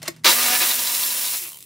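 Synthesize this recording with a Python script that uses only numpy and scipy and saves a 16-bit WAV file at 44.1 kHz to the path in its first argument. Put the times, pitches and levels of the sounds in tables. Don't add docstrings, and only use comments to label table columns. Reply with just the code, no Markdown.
import sys
import numpy as np
from scipy import signal
from scipy.fft import rfft, irfft
from scipy.io import wavfile
from scipy.ndimage import uniform_filter1d

SR = 44100
rng = np.random.default_rng(int(sys.argv[2]) if len(sys.argv) > 2 else 0)


def how_loud(loudness_db):
    steps = np.asarray(loudness_db, float) / 20
    return 10 ** steps


def wav_record(signal):
    frames = np.transpose(np.atleast_2d(signal))
    bounded = np.clip(frames, -1, 1)
    quanta = np.round(bounded * 32767).astype(np.int16)
    wavfile.write(sys.argv[1], SR, quanta)


N = 72765
T = np.arange(N) / SR
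SHAFT_HZ, START_S, RELEASE_S = 246.2, .2445, 1.372
SINCE_START = np.maximum(T - START_S, 0)
SINCE_RELEASE = np.maximum(T - RELEASE_S, 0)
LOAD_FADE_S = 0.0064


def unit(x):
    return x / np.sqrt(np.mean(x ** 2))


def curve(table):
    t, level = np.transpose(table)
    return np.interp(T, t, level)


def colour(x, table):
    hz = np.maximum(np.arange(1025) * SR / 2048, 1)
    points_hz, points_db = np.transpose(table)
    log_gain = np.interp(np.log(hz), np.log(points_hz), points_db) * np.log(10) / 20
    cepstrum = irfft(log_gain)
    cepstrum[1:1024] *= 2
    cepstrum[1025:] = 0
    response = irfft(np.exp(rfft(cepstrum)))
    return signal.fftconvolve(x, response)[:N]


def rings(x, table):
    total = 0
    for hz, width, db in table:
        mode = signal.lfilter(*signal.iirpeak(hz, hz / width, SR), x)
        total = total + how_loud(db) * mode * np.sqrt(100 / width)
    return total


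def walk(rate):
    k = int(SR / rate)
    steps = np.repeat(rng.standard_normal(N // k + 1), k)
    return unit(uniform_filter1d(uniform_filter1d(steps, k), k)[:N])


def grains(per_s, scatter_db):
    happens = rng.random(N) < per_s / SR
    return unit(happens * rng.standard_normal(N) * how_loud(scatter_db * rng.exponential(size=N)))


def bursts(rows):
    return sum(how_loud(db) * (T >= s) * np.exp(-np.maximum(T - s, 0) / decay) for s, db, decay in rows)


def band(hz, width):
    low_pass = signal.butter(2, width, fs=SR, output="sos")
    slow = signal.sosfilt(low_pass, rng.standard_normal((2, N)))
    phase = 2 * np.pi * np.cumsum(hz * np.ones(N)) / SR
    return unit(slow[0] * np.cos(phase) + slow[1] * np.sin(phase))


def orders(table, turn):
    total = 0
    for order, db in table:
        level = how_loud(db + 2.2 * walk(22))
        total = total + level * np.sin(2 * np.pi * (order * turn + rng.random()))
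    return total


def shaft():
    coast = np.exp(-SINCE_RELEASE / .15)
    speed = (1 - .45 * np.exp(-SINCE_START / .045)) * coast
    turn = np.cumsum(SHAFT_HZ * speed * (1 + 0.00503 * walk(25.07))) / SR
    return turn, coast


def gear_rattle(turn):
    # t/s, level/dB
    rattle_level = [
        (.24, -20),
        (.3, -18),
        (.34, -17.5),
        (.7, -17.5),
        (.76, -19.5),
        (1.1, -21.5),
        (1.36, -23.5),
    ]
    # f/Hz, density/dB per Hz
    gears = [(350, -52), (600, -6), (1470, -13.5), (1660, -9), (1850, -7), (5330, -5), (6290, -3),
             (10000, -0.5), (16000, 0.5)]
    # f/Hz, width/Hz, level/dB
    casing = [(2610, 260, -6), (4040, 120, -5), (4700, 100, -9), (5360, 200, 6), (7300, 300, -7),
              (10080, 300, -4), (11800, 300, -9), (14700, 250, -7)]
    # shaft order, level/dB re rattle
    rotor = [(1, -40), (2, -29.5), (3, -32.5), (4, -20.5), (5, -27.5), (7, -31)]
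    depth = np.where(SINCE_RELEASE > 0, .2, .15)
    teeth = grains(16000, 1.0) * (1 + depth * np.cos(2 * np.pi * turn)) * how_loud(0.8 * walk(39.44))
    casing_drive = 0.2 + 0.68 * np.exp(-SINCE_RELEASE / 0.013)
    rattle = unit(colour(teeth + rings(teeth * casing_drive, casing), gears))
    body = signal.sosfiltfilt(signal.butter(3, 1700, fs=SR, output="sos"), rattle)
    driven = how_loud(-4.5 * (2.0 - np.exp(-SINCE_RELEASE / LOAD_FADE_S)))
    rattle = rattle + (driven - 1) * body + driven ** 2 * orders(rotor, turn)
    return rattle * how_loud(curve(rattle_level))


def loaded_bolt(turn):
    # t/s, level/dB
    load_level = [(0.244, -15), (0.25, -17.5), (0.272, -13.5), (0.346, -24), (0.422, -21.5), (0.5, -25.5),
                  (0.506, -23), (0.562, -23.5), (0.588, -30), (0.626, -22.5), (0.664, -27), (0.946, -32.5),
                  (1.3, -37), (1.354, -30.5), (1.37, -79)]
    # f/Hz, density/dB per Hz
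    panel = [(59, -74.5), (100, -30), (200, -14), (289, -19), (681, -11.5), (742, -10), (866, -15),
             (1750, -8), (6000, -8.5), (7800, -23), (13200, -120)]
    # f/Hz, width/Hz, level/dB
    panel_modes = [(363, 45, -1), (543, 67, -0.5), (950, 40, 3.5), (1193, 34, 1), (1655, 75, -1.5),
                   (2440, 200, -1)]
    # shaft order, level/dB
    drone = [(2, -13.5), (3, -2), (4, -16), (5, -5.5), (6, -7.5), (7, -1.5), (8, -10), (9, -6), (10, -4),
             (11, -8.5)]
    # t/s, level/dB
    grip = [
        (.3, -54),
        (.35, -37),
        (.42, -30.5),
        (.56, -29),
        (.59, -40),
        (.625, -25.5),
        (.67, -49),
        (.72, -35),
        (.8, -62),
    ]
    # t/s, level/dB rms
    shaft_hum = [(.27, -48), (.34, -42), (.55, -44), (.68, -46), (.72, -55), (.76, -47), (.85, -51),
                 (1.0, -55), (1.36, -61), (1.4, -80)]
    grit = grains(8000, 0.27) * how_loud(1.2 * walk(42.73))
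    rumble = unit(colour(grit + rings(grit, panel_modes), panel))
    load = how_loud(curve(load_level)) * np.exp(-SINCE_RELEASE / LOAD_FADE_S)
    drone_tones = how_loud(curve(grip)) * unit(orders(drone, turn))
    hum = np.sqrt(2) * how_loud(curve(shaft_hum) + walk(15.1)) * np.sin(2 * np.pi * turn)
    moan = how_loud(-53) * np.exp(-((T - 1.44) / .05) ** 2) * band(420 - 900 * SINCE_RELEASE, 25)
    return load * how_loud(-1.5) * rumble + drone_tones + hum + moan


def whine():
    tone_hz, blur_hz = 10142, 35
    tone = band(tone_hz, blur_hz) + how_loud(-4) * band(tone_hz - SHAFT_HZ, 2 * blur_hz)
    return tone * how_loud(-38) * np.clip((T - .7) / 0.28, 0, 1) * np.exp(-SINCE_RELEASE / 0.0098)


def slack_gears(turn):
    # f/Hz, width/Hz, level/dB
    backlash = [(1200, 500, -6), (2500, 450, 0), (3100, 300, -4), (5400, 600, -8), (7600, 700, -6)]
    slap = np.exp(-(turn % 1) / .35)
    slack = how_loud(-43) * unit(rings(rng.standard_normal(N) * slap, backlash))
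    squeal = how_loud(-28) * (0.18 + slap) * band(12200 - 9500 * SINCE_RELEASE, 150)
    fading = np.clip((1.535 - T) / .03, .25, 1)
    return (slack + squeal) * fading * np.clip(SINCE_RELEASE / 0.047, 0, 1)


def motor():
    turn, coast = shaft()
    running = np.clip((T - START_S) / .0015, 0, 1)
    slowing = how_loud(10 * np.log2(coast))
    gears = slowing * (gear_rattle(turn) + slack_gears(turn))
    return running * (gears + loaded_bolt(turn) + whine())


def head_chatter():
    # t/s, length/s, level/dB
    knocks = [(0.245, 0.0089, -21.5), (0.254, 0.0662, -17.5), (0.406, 0.06, -30), (0.529, 0.025, -28),
              (0.6, 0.044, -27), (0.684, 0.017, -30), (0.703, 0.014, -24), (0.786, 0.012, -27.5),
              (0.848, 0.013, -31), (0.867, 0.016, -30), (0.893, 0.028, -38), (0.942, 0.015, -26.5),
              (1.009, 0.007, -32), (1.03, 0.0087, -25.5), (1.098, 0.021, -33.5), (1.167, 0.018, -34),
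              (1.242, 0.047, -33.5), (1.343, 0.0043, -48)]
    # f/Hz, width/Hz, level/dB
    head_modes = [(987, 53, 0), (2210, 29, -10), (2510, 56, -2), (3750, 270, 2), (4010, 96, 8.5),
                  (4486, 46, 4), (4650, 82, 5), (5110, 130, 1.5), (6600, 490, -19)]
    # f/Hz, level/dB
    knock_colour = [(300, -40), (1200, 1), (4000, -2), (7000, 4), (16000, 0.5)]
    bouts = sum(how_loud(db) * ((T >= s) & (T < s + length)) for s, length, db in knocks)
    bouts = uniform_filter1d(bouts, size=200)
    hits = grains(4000, 0.58)
    ringing = rings(hits * bouts, head_modes) / np.std(rings(hits, head_modes))
    return ringing + how_loud(-3) * colour(hits * bouts, knock_colour)


def gear_ticks():
    # t/s, level/dB
    ticks = [(1.4005, -27), (1.418, -27), (1.4275, -26), (1.438, -29), (1.478, -31), (1.489, -31),
             (1.519, -35), (1.53, -35), (1.5445, -35), (1.5575, -39), (1.5715, -33), (1.5875, -35),
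             (1.6055, -34), (1.617, -41), (1.626, -32), (1.639, -41)]
    # f/Hz, density/dB per Hz
    tick_colour = [(500, -30), (1500, -20), (2500, -11), (4000, -8), (6000, -7), (10300, 0), (12500, -5),
                   (16000, -4)]
    # f/Hz, width/Hz, level/dB
    tick_modes = [(2500, 240, -14), (4130, 280, -6), (5100, 400, -4), (7800, 400, -2), (10400, 320, 2),
                  (13600, 500, 1)]
    taps = bursts([(s, db, .0016) for s, db in ticks])
    click = unit(colour(rng.standard_normal(N), tick_colour)) * taps
    return click + how_loud(12) * rings(rng.standard_normal(N) * taps, tick_modes)


def clunks():
    # t/s, f/Hz, level/dB, decay/cycles
    thumps = [(.0365, 600, -33, 3), (.061, 600, -40, 3), (.0835, 620, -22, 3), (.088, 340, -27, 3),
              (.292, 345, -26, 5), (.505, 335, -37, 5), (.612, 335, -30, 5), (.7, 340, -38, 5),
              (1.27, 380, -46, 5), (1.42, 11600, -28, 15), (1.428, 11900, -27, 15), (1.438, 11700, -28, 15),
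              (1.397, 2400, -29, 4), (1.404, 2500, -32, 4), (1.427, 2200, -32, 3), (1.4425, 2500, -33, 3),
              (1.45, 2600, -28, 3), (1.4575, 2600, -28, 3), (1.465, 2700, -29, 3), (1.4735, 2500, -32, 3),
              (1.481, 2400, -33, 3), (1.442, 1300, -41, 1.5), (1.4565, 1300, -40, 1.5),
              (1.465, 1300, -41, 1.5), (1.473, 1300, -41, 1.5), (1.481, 1200, -41, 1.5),
              (1.49, 1000, -41, 1.5), (1.5005, 2300, -37, 3), (1.509, 1100, -42, 1.5),
              (1.519, 1100, -41, 1.5), (1.531, 1100, -43, 1.5), (1.5445, 1000, -43, 1.5),
              (1.558, 900, -43, 1.5), (1.532, 3100, -38, 8), (1.5455, 3100, -39, 8), (1.559, 3100, -40, 8),
              (1.573, 1000, -46, 1.5), (1.589, 1100, -49, 1.5), (1.617, 2500, -43, 4), (1.64, 2600, -45, 4)]
    total = 0
    for s, hz, db, cycles in thumps:
        total = total + bursts([(s, db, cycles / hz)]) * np.sin(2 * np.pi * hz * (T - s))
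    return total


def socket():
    # t/s, level/dB, decay/s
    clacks = [
        (.018, -40, 0.0029),
        (.0285, -28.5, 0.0058),
        (.0785, -19, 0.0024),
        (.0815, -19.5, 0.0051),
        (.163, -48.5, 0.0082),
        (.195, -57, .003),
        (.2365, -40.5, 0.02),
    ]
    # f/Hz, level/dB, T60/s
    socket_modes = [(340, -28, .09), (640, -28, .07), (1100, -29, .05), (1900, -26, .05), (2150, -25, .05),
                    (4221, -27, .05), (5093, -26, .05), (6471, -30, .05), (7500, -27, .03)]
    # f/Hz, density/dB per Hz
    crack_colour = [(150, -43.5), (350, -14), (1200, -13.5), (2100, -2.5), (3300, -15.5), (4400, -6),
                    (8000, -11.5), (16000, -17.5)]
    # t/s, level/dB
    scrape = [
        (0, -57),
        (.017, -57),
        (.019, -42),
        (.05, -45),
        (.06, -41),
        (.077, -37),
        (.085, -52),
        (.16, -59),
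        (.2, -63),
        (.21, -80),
    ]
    # f/Hz, density/dB per Hz
    slide_colour = [(120, -40), (200, -8), (2130, -7.5), (2650, -5.5), (3760, -7.5), (11700, -18.5),
                    (16000, -43)]
    blows = bursts(clacks)
    crack = unit(colour(rng.standard_normal(N), crack_colour)) * blows
    modes = [(hz, 1.5 / t60, db) for hz, db, t60 in socket_modes]
    ring = rings(rng.standard_normal(N) * blows, modes)
    slide = unit(colour(grains(15000, 1.0), slide_colour)) * how_loud(curve(scrape) + 2.0 * walk(165))
    return crack + how_loud(29) * ring + slide


def garage():
    # f/Hz, density/dB per Hz
    room_tone = [(50, -9), (120, 5.5), (260, -4), (450, -15), (1300, -22), (4000, -31), (9000, -29),
                 (16000, -46)]
    # f/Hz, level/dB rms
    hum_tones = [(79.5, -61), (118.4, -59.5), (157, -58.5), (240, -64)]
    duck = how_loud(-13.5 * (1 - np.exp(-SINCE_START / 0.54)))
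    air = [unit(colour(rng.standard_normal(N), room_tone)) * how_loud(-53 + 1.0 * walk(3.5)) for _ in range(2)]
    hum = 0
    for hz, db in hum_tones:
        level = np.sqrt(2) * how_loud(db + 3.4 * walk(6.5))
        hum = hum + level * np.sin(2 * np.pi * (hz * T + rng.random()))
    return duck * (air[0] + hum), duck * air[1]


def reverberate(x):
    t = T[:SR // 2]
    t60_s = 0.13
    walls = rng.standard_normal(len(t)) * how_loud(-60 * t / t60_s) * np.clip(t / 0.00036, 0, 1)
    return signal.fftconvolve(x, walls / np.sqrt(np.sum(walls ** 2)))[:N]


def scene():
    # f/Hz, side level/dB
    width = [(60, -22), (300, -15), (3400, -9), (4200, -32), (5300, -30), (6200, -11), (7500, -12),
             (8500, -44), (16000, -48)]
    # f/Hz, side level/dB
    lean = [(100, -26), (350, -12.5), (800, -20), (2000, -34)]
    knocks = head_chatter() + gear_ticks() + clunks()
    tool = motor() + knocks + socket()
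    air, air_side = garage()
    mid = tool + how_loud(-11.5) * reverberate(tool) + air
    side = colour(reverberate(tool + knocks) + air_side, width) - colour(mid, lean)
    return np.array([mid + side, mid - side])


def roll_off(x):
    return signal.sosfilt(signal.butter(12, 16970, fs=SR, output="sos"), x)


def record(dry):
    low_cut = signal.butter(5, 81, "high", fs=SR, output="sos")
    treble_cut = signal.ellip(10, .3, 70, 15720, fs=SR, output="sos")
    limit = 1.3
    limited = limit * np.tanh(signal.sosfilt(low_cut, dry) / limit)
    heard = signal.sosfilt(treble_cut, limited)
    return roll_off(heard)


dry = scene()
out = record(dry)
wav_record(out)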